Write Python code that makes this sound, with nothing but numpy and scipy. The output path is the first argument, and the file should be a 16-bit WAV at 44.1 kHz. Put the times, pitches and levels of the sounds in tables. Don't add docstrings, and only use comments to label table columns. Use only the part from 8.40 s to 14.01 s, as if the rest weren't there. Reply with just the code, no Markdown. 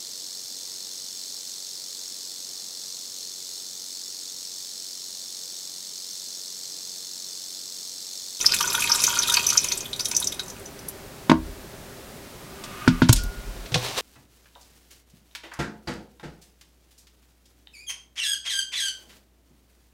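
import sys
import numpy as np
from scipy import signal
from scipy.fft import rfft, irfft
from scipy.io import wavfile
from scipy.ndimage import uniform_filter1d

SR = 44100
rng = np.random.default_rng(int(sys.argv[2]) if len(sys.argv) > 2 else 0)


def transcribe(u):
    v = np.clip(np.atleast_2d(u).T, -1, 1)
    q = np.round(v * 32767).astype(np.int16)
    wavfile.write(sys.argv[1], SR, q)


N = 247401


def amp(db):
    return 10 ** (np.asarray(db) / 20)


def unit_rms(x):
    return x / np.sqrt(np.mean(x ** 2) + 1e-20)


def add(mix, start_s, sound):
    part = mix[round(start_s * SR):][:len(sound)]
    part += sound[:len(part)]


def butter(x, order, edges_hz, kind):
    return signal.sosfilt(signal.butter(order, edges_hz, kind, fs=SR, output="sos"), x)


def resonate(x, hz, width_hz):
    pole = np.exp((2j * np.pi * hz - np.pi * width_hz) / SR)
    return 2 * signal.lfilter([1 - abs(pole)], [1, -pole], x).real


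def coloured(x, spectrum):
    hz, db = np.transpose(spectrum)
    bins_hz = np.fft.rfftfreq(len(x), 1 / SR)
    gain = amp(np.interp(np.log(bins_hz + 1), np.log(hz), db))
    return unit_rms(irfft(rfft(x) * gain, len(x)))


def mode(t, hz, db, t60_s):
    return amp(db - 60 * t / t60_s) * np.sin(2 * np.pi * hz * t)


def burst(noise, lo_hz, hi_hz, t60_s, rise_s):
    t = np.arange(len(noise)) / SR
    band = unit_rms(butter(noise, 2, [lo_hz, hi_hz], "band"))
    return band * (1 - np.exp(-t / rise_s)) * amp(-60 * t / t60_s)


def echoes(x, t60_s, delay_s, step=20):
    slots = np.arange(round(delay_s * SR), SR // 2, step)
    response = np.zeros(SR // 2 + step)
    response[slots + rng.integers(0, step, len(slots))] = rng.choice([-1., 1.], len(slots))
    response *= amp(-60 * np.arange(len(response)) / SR / t60_s)
    return signal.oaconvolve(x, response / np.linalg.norm(response))[:N]


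def bubble(hz, decay_cycles, glide=0.041):
    age = np.arange(int(5 * decay_cycles * SR / hz)) * hz / SR / decay_cycles
    envelope = (1 - np.exp(-age / 0.16)) * np.exp(-age)
    tone = envelope * np.sin(2 * np.pi * decay_cycles * (age + glide * age ** 2 / 2))
    return tone / abs(tone).max()


def bubble_string(hz, decay_cycles, jitter, gap_s=0.0025):
    out = np.zeros(SR // 20)
    for k, (db, (shift, detune, swell)) in enumerate(zip([-12, -5, -10, -15, -20], jitter)):
        tone = bubble(hz * (1 + 0.1 * detune), decay_cycles)
        add(out, gap_s * (k + 0.4625 + 0.4 * shift), amp(db + 0.51 * swell) * tone)
    return out


# t/s, flow/dB, large bubbles re flow/dB
FLOW = [(0.0, -34.5, -10.5), (0.3, -35.5, -4), (0.5, -34.5, -4), (0.65, -30, -9), (0.9, -35.5, -5.5),
        (1.13, -35, -9.5), (1.25, -35.5, -15), (1.4, -45, -12), (1.59, -56.5, -6), (1.78, -45.5, -28),
        (2.04, -63, 11), (2.3, -77, 4)]
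# f_lo/Hz, f_hi/Hz, rate/(1/s), decay/cycles, spread/dB
BUBBLE_SIZES = [(950, 1660, 1100, 3.3, 4), (2286, 7400, 5000, 3.6, 5.5), (6800, 13250, 2200, 4.3, 5.5)]
def stream(pitches=14):
    times_s, flow_db, large_db = np.transpose(FLOW)
    levels_db = flow_db + large_db, flow_db, -10.5 + 0.67 * flow_db
    out, t = np.zeros(N), np.arange(round(times_s[-1] * SR)) / SR
    for db, (lo_hz, hi_hz, per_s, decay_cycles, spread_db) in zip(levels_db, BUBBLE_SIZES):
        chance, pitch, strength = rng.random((3, len(t)))
        births = (chance < per_s / SR) * amp(spread_db * np.minimum(-np.log(strength), 4.5))
        pitch_index = (pitch * pitches).astype(int)
        layer = sum(signal.oaconvolve(births * (pitch_index == k), bubble(hz, decay_cycles))[:len(t)]
                    for k, hz in enumerate(np.geomspace(lo_hz, hi_hz, pitches)))
        add(out, 0, unit_rms(layer) * amp(np.interp(t, times_s, db)))
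    return out


# t/s, level/dB, bubble f/Hz, spray re level/dB, splash re level/dB, decay/cycles
DROPS = [(0.0094, -10, 6050, -20, -8, 3.2), (0.0524, -16, 4960, -16, -10, 4.6),
         (0.0615, 4.5, 5100, -22, -11, 5.4), (0.092, -17, 3208, -24, -8, 4.2),
         (0.1185, -2, 4490, -34, -9, 3), (0.1361, -7.5, 2540, -18, 1, 3.2),
         (0.1424, -7.5, 8600, -6.5, -5, 3.6), (0.1644, -16, 3430, -6, -8, 3.9),
         (0.188, -12.5, 5340, -25, -11, 4.2), (0.207, -8.5, 3100, -13, 4.5, 2.5),
         (0.2269, -11, 5760, -17, -12, 4.7), (0.2544, -25, 3190, 0, -8, 4.17),
         (0.2747, -9.5, 6000, -14, -14, 4.9), (0.3012, -10.5, 4700, -12, -2, 3.7),
         (0.3314, -4, 10800, -25, -12, 4.2), (0.3496, -9, 3460, -10.5, -7, 4.2),
         (0.3935, -12, 6230, -20, -8, 4.2), (0.405, -16, 3260, -1, -3, 3.6),
         (0.4212, -12, 2640, -9, 2.5, 3.9), (0.4394, -10.5, 2520, -9, -4, 3.7),
         (0.4733, -16.5, 3320, -20, 9, 3.18), (0.4954, -7.5, 5800, -17, -11, 4.2),
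         (0.5172, -1, 5330, -33, -10, 6.1), (0.547, -15, 3760, -11, -10, 4.2),
         (0.5563, -4.5, 7700, -15, -10, 6.1), (0.596, -16, 5800, -11, -11, 3.8),
         (0.6017, -13, 4900, -21, -8, 4.2), (0.6182, -10, 6200, -9, -8, 5.2),
         (0.6382, -2, 5820, -10, -3, 4.2), (0.6668, -1.5, 6404, -28, -17, 4.8),
         (0.684, -10, 7240, -24, -6, 4.2), (0.7023, -14.5, 3240, -22, -1, 4.2),
         (0.725, -12.5, 6660, -18, -12, 5), (0.755, -13, 3240, -9, -15, 4),
         (0.7624, -15, 3770, -18, -11, 4.2), (0.7891, -5, 5980, -21, -8, 7.3),
         (0.823, -10, 4830, -19, -8, 3.2), (0.832, -9, 3600, -15, 0, 3.4),
         (0.8724, -14.5, 3480, -7, -6, 4.2), (0.8799, -13.5, 3700, -3, -15, 5.1),
         (0.8969, -6.5, 3200, -10, -6, 4.6), (0.922, -12, 6000, -6, -5, 3.8),
         (0.94, -3.5, 6000, -24, 6, 3.5), (0.9685, -4, 4280, -17, -17, 5.7),
         (0.9941, -11, 2640, -14, -8, 3.7), (1.029, -26, 5990, 0, -14, 4.2),
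         (1.066, -5, 5870, -12, -11, 3.8), (1.089, -11, 5900, -9, -10, 3.7),
         (1.1014, -8, 5980, -13.5, 1, 3.8), (1.1286, -12.5, 5700, -22, 6, 3.9),
         (1.1747, 5.5, 5980, -43, -12, 3.6), (1.243, -8, 6300, -10, -13, 5),
         (1.2866, -13, 5270, -16, -13, 4.2), (1.3177, -9, 4000, -22, -1.5, 3.4),
         (1.3218, -6.5, 5830, -33, -14, 5.6), (1.3745, -7, 8300, -20, -10, 4.9),
         (1.406, -15, 5900, -24, -5, 4.9), (1.4556, -19, 3100, -28, -12, 4.2),
         (1.5303, -13, 3770, -24, -5, 4.2), (1.5614, -27.5, 3740, -5, -8, 4.2),
         (1.595, -12, 4570, -13, -3, 3.7), (1.6057, -12.5, 5370, -16, -8, 4.7),
         (1.6474, -17, 6200, -12, -8, 4.2), (1.6546, -11, 5980, -15, 7.5, 2.2),
         (1.684, -10, 10300, -18, -8, 4.7), (1.713, -17.5, 5750, -9.5, 9.5, 3),
         (1.748, -9, 5980, -25, -16, 4.2), (1.7651, -2, 5980, -15, -26, 4.9),
         (1.7998, -4.5, 9800, -20, -17, 4.2), (1.8244, -14, 3770, -10, -14, 5),
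         (1.8432, -7.5, 7660, -21, -9, 5.7), (1.8722, -6, 5980, -15.5, -14, 3.6),
         (1.922, -17.5, 3360, -8.5, -1, 4.2), (1.943, -22, 9790, -12, -8, 4.2),
         (1.9944, -12, 3770, -17.5, -2, 4.4), (2.0334, -24.5, 7610, -17, -10, 5.1),
         (2.0604, -33, 6260, -7, -8, 4.2), (2.0812, -26, 5800, -10, -8, 3.5),
         (2.1001, -22, 6020, -13, -2, 4.8), (2.1652, -32.5, 2500, -15, -13, 4.2),
         (2.1966, -27, 9380, -19, -8, 5.1), (2.2583, -25, 6100, -17, -17, 5.5),
         (2.3906, -33, 5430, -5.5, -10, 4.2), (2.4858, -8, 10200, -27, -11.5, 6.3)]
def drops():
    out = np.zeros(N)
    noises = rng.standard_normal((len(DROPS), 2, 2500))
    jitters = rng.uniform(-1, 1, (len(DROPS), 5, 3))
    for (at_s, db, hz, spray_db, splash_db, decay_cycles), noise, jitter in zip(DROPS, noises, jitters):
        splash = burst(noise[0], 0.53 * hz, 1.72 * hz, t60_s=0.018, rise_s=0.0046)
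        spray = burst(noise[1], 6000, 12400, t60_s=0.036, rise_s=0.00033)
        add(out, at_s - 0.002, amp(db) * bubble_string(hz, decay_cycles, jitter))
        add(out, at_s, amp(db + splash_db) * splash + amp(db + spray_db) * spray)
    return out


# t/s, level/dB, f/Hz
GULPS = [(0.043, -17, 1790), (0.09, -19, 2510), (0.118, -23, 1390), (0.136, -16, 2540),
         (0.205, -15.5, 1200), (0.238, -20, 1450), (0.273, -21, 1221), (0.344, -13, 1210),
         (0.378, -14, 1580), (0.422, -26, 2510), (0.441, -29, 2542), (0.475, -24, 2540),
         (0.496, -15.5, 1080), (0.547, -19, 1230), (0.594, -23, 2510), (0.676, -17.5, 1210),
         (0.729, -19.5, 1370), (0.767, -21, 1440), (0.794, -20, 1450), (0.856, -19, 2510),
         (0.887, -17, 1320), (0.917, -19, 1250), (0.932, -21, 1450), (0.95, -11.5, 2510), (0.97, -5, 2610),
         (0.995, -31, 2574), (1.032, -31, 1100), (1.121, -22, 1200), (1.151, -18, 1140),
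         (1.244, -15.5, 2510), (1.313, -21.5, 2190), (1.596, -22, 2530), (1.713, -22, 2450),
         (1.734, -23, 2420), (1.813, -30.5, 1060), (1.993, -25, 1440)]
def gulps(decay_cycles=3.14, plop_db=4, plop_db_per_khz=-6.11):
    out = np.zeros(N)
    noises = rng.standard_normal((len(GULPS), 2500))
    jitters = rng.uniform(-1, 1, (len(GULPS), 5, 3))
    for (at_s, db, hz), noise, jitter in zip(GULPS, noises, jitters):
        plop = burst(noise, 770, 1730, t60_s=0.043, rise_s=0.0029)
        add(out, at_s - 0.002, amp(db) * bubble_string(hz, decay_cycles, jitter))
        add(out, at_s, amp(db + plop_db + plop_db_per_khz * hz / 1000) * plop)
    return out


def drumming():
    times_s, flow_db, _ = np.transpose(FLOW)
    drive_db = np.interp(np.arange(N) / SR, times_s, flow_db, right=-200)
    murmur = unit_rms(butter(rng.standard_normal(N), 2, [90, 600], "band"))
    return murmur * amp(-39 + 0.36 * drive_db)


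# f/Hz, width/Hz, gain/dB
BUCKET_MODES = [(954, 15.3, 5.5), (1200, 160, -7.5), (1440, 41, 0), (2510, 87, -2.5), (3226, 27, 5.5),
                (3770, 230, -5.5), (4900, 1090, -1.5), (5980, 306, 2), (7250, 20, -48), (8300, 59, -9)]
def bucket(liquid):
    inside = liquid + amp(-5.5) * echoes(liquid, t60_s=0.07, delay_s=0.002)
    ringing = sum(amp(db) * resonate(inside, hz, width_hz) for hz, width_hz, db in BUCKET_MODES)
    return butter(0.47 * inside + ringing, 6, 870, "high")


# f/Hz, level/dB, t60/s
BENCH_MODES = [
    [(79, -22, 0.5), (116.3, 7.5, 0.083)],
    [(170.5, -3.5, 0.19), (223, -8.5, 0.13), (250.6, -3, 0.23), (254, -7.5, 0.086)],
    [(75.3, -12, 0.61), (289, 7, 0.035), (318.7, -8.5, 0.23), (578, -13, 0.044), (655, -1.5, 0.036),
     (948, -5.5, 0.048), (1035, 7, 0.014)],
    [(1433, 2, 0.027), (1526, -5.5, 0.025), (1910, -16, 0.032)],
]
# t/s, thud/dB, board/dB, wall/dB, tick/dB, crack/dB, crack f/Hz, crack t60/s
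KNOCKS = [(2.8963, -43, -8.5, -10, -21, -13, 2550, 0.053), (2.9157, -27, -8.5, -2.5, -11, -16, 3400, 0.027),
          (4.2380, -60, -50, -42, -47, -32.5, 5560, 0.081),
          (4.4768, -9.5, -3, -15.5, -7.5, -16.5, 3500, 0.078),
          (4.6190, -12, -5, -15, -11, -23.5, 2920, 0.17), (4.6875, -40, -44, -34, -39, -21, 4630, 0.17),
          (4.6917, -43, -38, -13.5, -14, -12.5, 4670, 0.052),
          (4.6945, 0.5, -15.5, -36, -46, -40, 4000, .05), (4.7273, -46, -46, -22, -22, -4, 8600, 0.026),
          (4.7297, -47, -42, -41, -49, -5, 8400, 0.036), (4.759, -38, -53, -51, -45, -21, 6360, .12),
          (4.836, -34, -35, -58, -56, -28.5, 10000, 0.029), (5.259, -58, -57, -56, -54, -35.5, 3240, 0.065),
          (5.3190, -27, -50, -51, -38, -36, 3950, 0.15), (5.3427, -49, -38, -36, -43, -14, 3700, 0.059),
          (5.355, -24, -38, -32.5, -28, -29, 4500, 0.094)]
def knocks():
    out, t = np.zeros(N), np.arange(SR // 2) / SR
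    rings = [sum(mode(t, hz, db, t60_s) * (1 - np.exp(-t * hz / 0.41)) for hz, db, t60_s in group)
             for group in BENCH_MODES]
    rings[1:] = butter(rings[1:], 2, 110, "high")
    for at_s, *groups_db, crack_db, crack_hz, t60_s in KNOCKS:
        noise = rng.standard_normal(6000)
        crack = burst(noise, 0.48 * crack_hz, 1.46 * crack_hz, t60_s, rise_s=2.2 / crack_hz)
        add(out, at_s, sum(amp(db) * ring for db, ring in zip(groups_db, rings)))
        add(out, at_s, amp(crack_db) * crack)
    return out


def jug(at_s=4.778):
    out, t = np.zeros(N), np.arange(SR // 2) / SR
    add(out, at_s, mode(t, hz=1433, db=-33, t60_s=1.1) * signal.windows.tukey(len(t), 0.05))
    return out


# t/s, length/s, level/dB, f/Hz
SWINGS = [(2.94, 0.23, -33, 45), (3.156, .1, -46, 45.3), (4.493, 0.14, -28, 35), (4.712, 0.14, -15, 41),
          (4.822, 0.1, -19.5, 41), (4.959, 0.069, -30, 41.3), (5.034, 0.12, -26.5, 41.6),
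          (5.127, 0.18, -34, 43), (5.39, .14, -48, 41)]
def bench_sway(rise_share=0.36, fall_share=0.34, fade_db=-9):
    out = np.zeros(N)
    for at_s, length_s, db, hz in SWINGS:
        t = np.arange(0, length_s, 1 / SR)
        progress = t / length_s
        ramp = np.clip(np.minimum(progress / rise_share, (1 - progress) / fall_share), 0, 1)
        envelope = np.sin(np.pi / 2 * ramp) ** 2 * amp(db + fade_db * progress)
        rocking = unit_rms(resonate(rng.standard_normal(len(t)), hz=31.7, width_hz=4.9))
        add(out, at_s, np.sqrt(2) * envelope * (np.sin(2 * np.pi * hz * t) + 0.27 * rocking))
    return out


# t/s, level/dB
RUB_STROKES = [
    [(4.775, -33), (4.83, -42.5), (4.87, -52)],
    [(4.9, -56), (5.25, -51.5), (5.31, -54)],
    [(5.375, -32.5), (5.411, -36), (5.451, -30), (5.529, -37), (5.557, -36), (5.585, -22), (5.61, -33)],
]
# f/Hz, relative density/dB
RUB_SPECTRA = [
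    [(880, -34), (1500, -1), (2140, -22), (2340, -6), (3780, -6), (5350, 1), (15000, -31)],
    [(350, -29), (600, -5), (715, -18), (818, -3), (887, -3), (4340, 0), (15000, -20)],
    [(180, -47), (300, -15), (523, -2.5), (587, -10), (658, -4.5), (1150, -6.5), (1290, -10.5), (3920, -6),
     (15000, -26)],
]
def bottle_rubs(spread_db=2):
    out = np.zeros(N)
    for stroke, spectrum in zip(RUB_STROKES, RUB_SPECTRA):
        times_s, db = np.transpose(stroke)
        t = np.arange(times_s[0], times_s[-1], 1 / SR)
        friction = rng.standard_normal(len(t))
        roughness = unit_rms(uniform_filter1d(rng.standard_normal(len(t)), 60))
        slips = coloured(friction * amp(spread_db * roughness), spectrum)
        add(out, times_s[0], slips * amp(np.interp(t, times_s, db)))
    return out


# f/Hz, level/dB, t60/s
BOTTLE_MODES = [(122.4, -7, 0.5), (159, 0, 0.061), (502, -8.5, 0.25), (742, -6.5, 0.057),
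                (1100, -14, 0.058), (3030, -23, 0.029), (3650, -7, 0.025), (4100, -7, 0.027),
                (5670, -10, 0.038)]
# t/s, level/dB
TAPS = [(5.26, -59), (5.3192, -31), (5.3445, -20), (5.3572, -14.5)]
def bottle_taps():
    out, t = np.zeros(N), np.arange(SR // 4) / SR
    ring = sum((-1) ** k * mode(t, hz, db, t60_s) for k, (hz, db, t60_s) in enumerate(BOTTLE_MODES))
    for at_s, db in TAPS:
        add(out, at_s, amp(db) * ring)
    return out


# t/s, level/dB
SLIDE = [(4.001, -55), (4.092, -54.5), (4.294, -43), (4.42, -40.5), (4.538, -37), (4.62, -44)]
# f/Hz, width/Hz, relative level/dB
WALL_MODES = [(1210, 44, 3.5), (1450, 52, -11), (1480, 1600, 2), (2190, 67, -12), (2510, 69, -8),
              (2830, 74, -23)]
def hand_slide():
    out = np.zeros(N)
    times_s, slide_db = np.transpose(SLIDE)
    t = np.arange(times_s[0], times_s[-1], 1 / SR)
    friction = rng.standard_normal(len(t))
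    wall = sum(amp(db) * unit_rms(resonate(friction, hz, width_hz)) for hz, width_hz, db in WALL_MODES)
    add(out, times_s[0], unit_rms(wall) * amp(np.interp(t, times_s, slide_db)))
    return out


def room(x):
    return amp(-11) * butter(echoes(x, t60_s=0.18, delay_s=0.006), 2, [280, 8000], "band")


# f/Hz, relative density/dB
HISS_SPECTRUM = [(12, -39), (20, -8), (38, -10.5), (98, -6), (221, -8), (261, -8), (355, -12), (396, -3),
                 (456, -24.5), (510, -10), (1020, -18), (1600, -19), (3040, -23.5), (4250, -23.5),
                 (15800, -30)]
def background(throb_hz=11.5, rumble_hz=48, rumble_width_hz=17):
    throb = (1 + np.cos(2 * np.pi * throb_hz * np.arange(N) / SR + 3.77)) ** 2
    hum = unit_rms(throb * resonate(rng.standard_normal(N), hz=396.5, width_hz=53))
    low_noise = resonate(rng.standard_normal(N), rumble_hz, rumble_width_hz)
    rumble = unit_rms(resonate(low_noise, rumble_hz, rumble_width_hz))
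    hiss = coloured(rng.standard_normal(N), HISS_SPECTRUM)
    return amp(-42.5) * hiss + amp(-52.5) * hum + amp(-62.5) * rumble


def scene():
    pour = bucket(stream() + drops() + gulps())
    near = pour + knocks() + bottle_rubs() + hand_slide() + bottle_taps()
    glass = jug()
    tail = room(near + 0.5 * glass)
    return (near + glass + tail + drumming() + bench_sway() + background())[None]


def record(dry, threshold_db=-17, slope=0.46, release_db_per_s=79, cutoff_hz=15945):
    power_db = 10 * np.log10(abs(uniform_filter1d(dry[0] ** 2, 1200, origin=500)) + 1e-12)
    release_db = np.arange(N) * release_db_per_s / SR
    held_db = np.maximum.accumulate(power_db + release_db) - release_db
    over_db = uniform_filter1d(np.maximum(held_db - threshold_db, 0), 400)
    clipped = np.clip(dry * amp(-slope * over_db), -0.95, 0.95)
    lowpass = signal.firwin(2047, cutoff_hz, window=("kaiser", 9), fs=SR)
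    return signal.oaconvolve(clipped, lowpass[None], "same")


dry = scene()
out = record(dry)
transcribe(out)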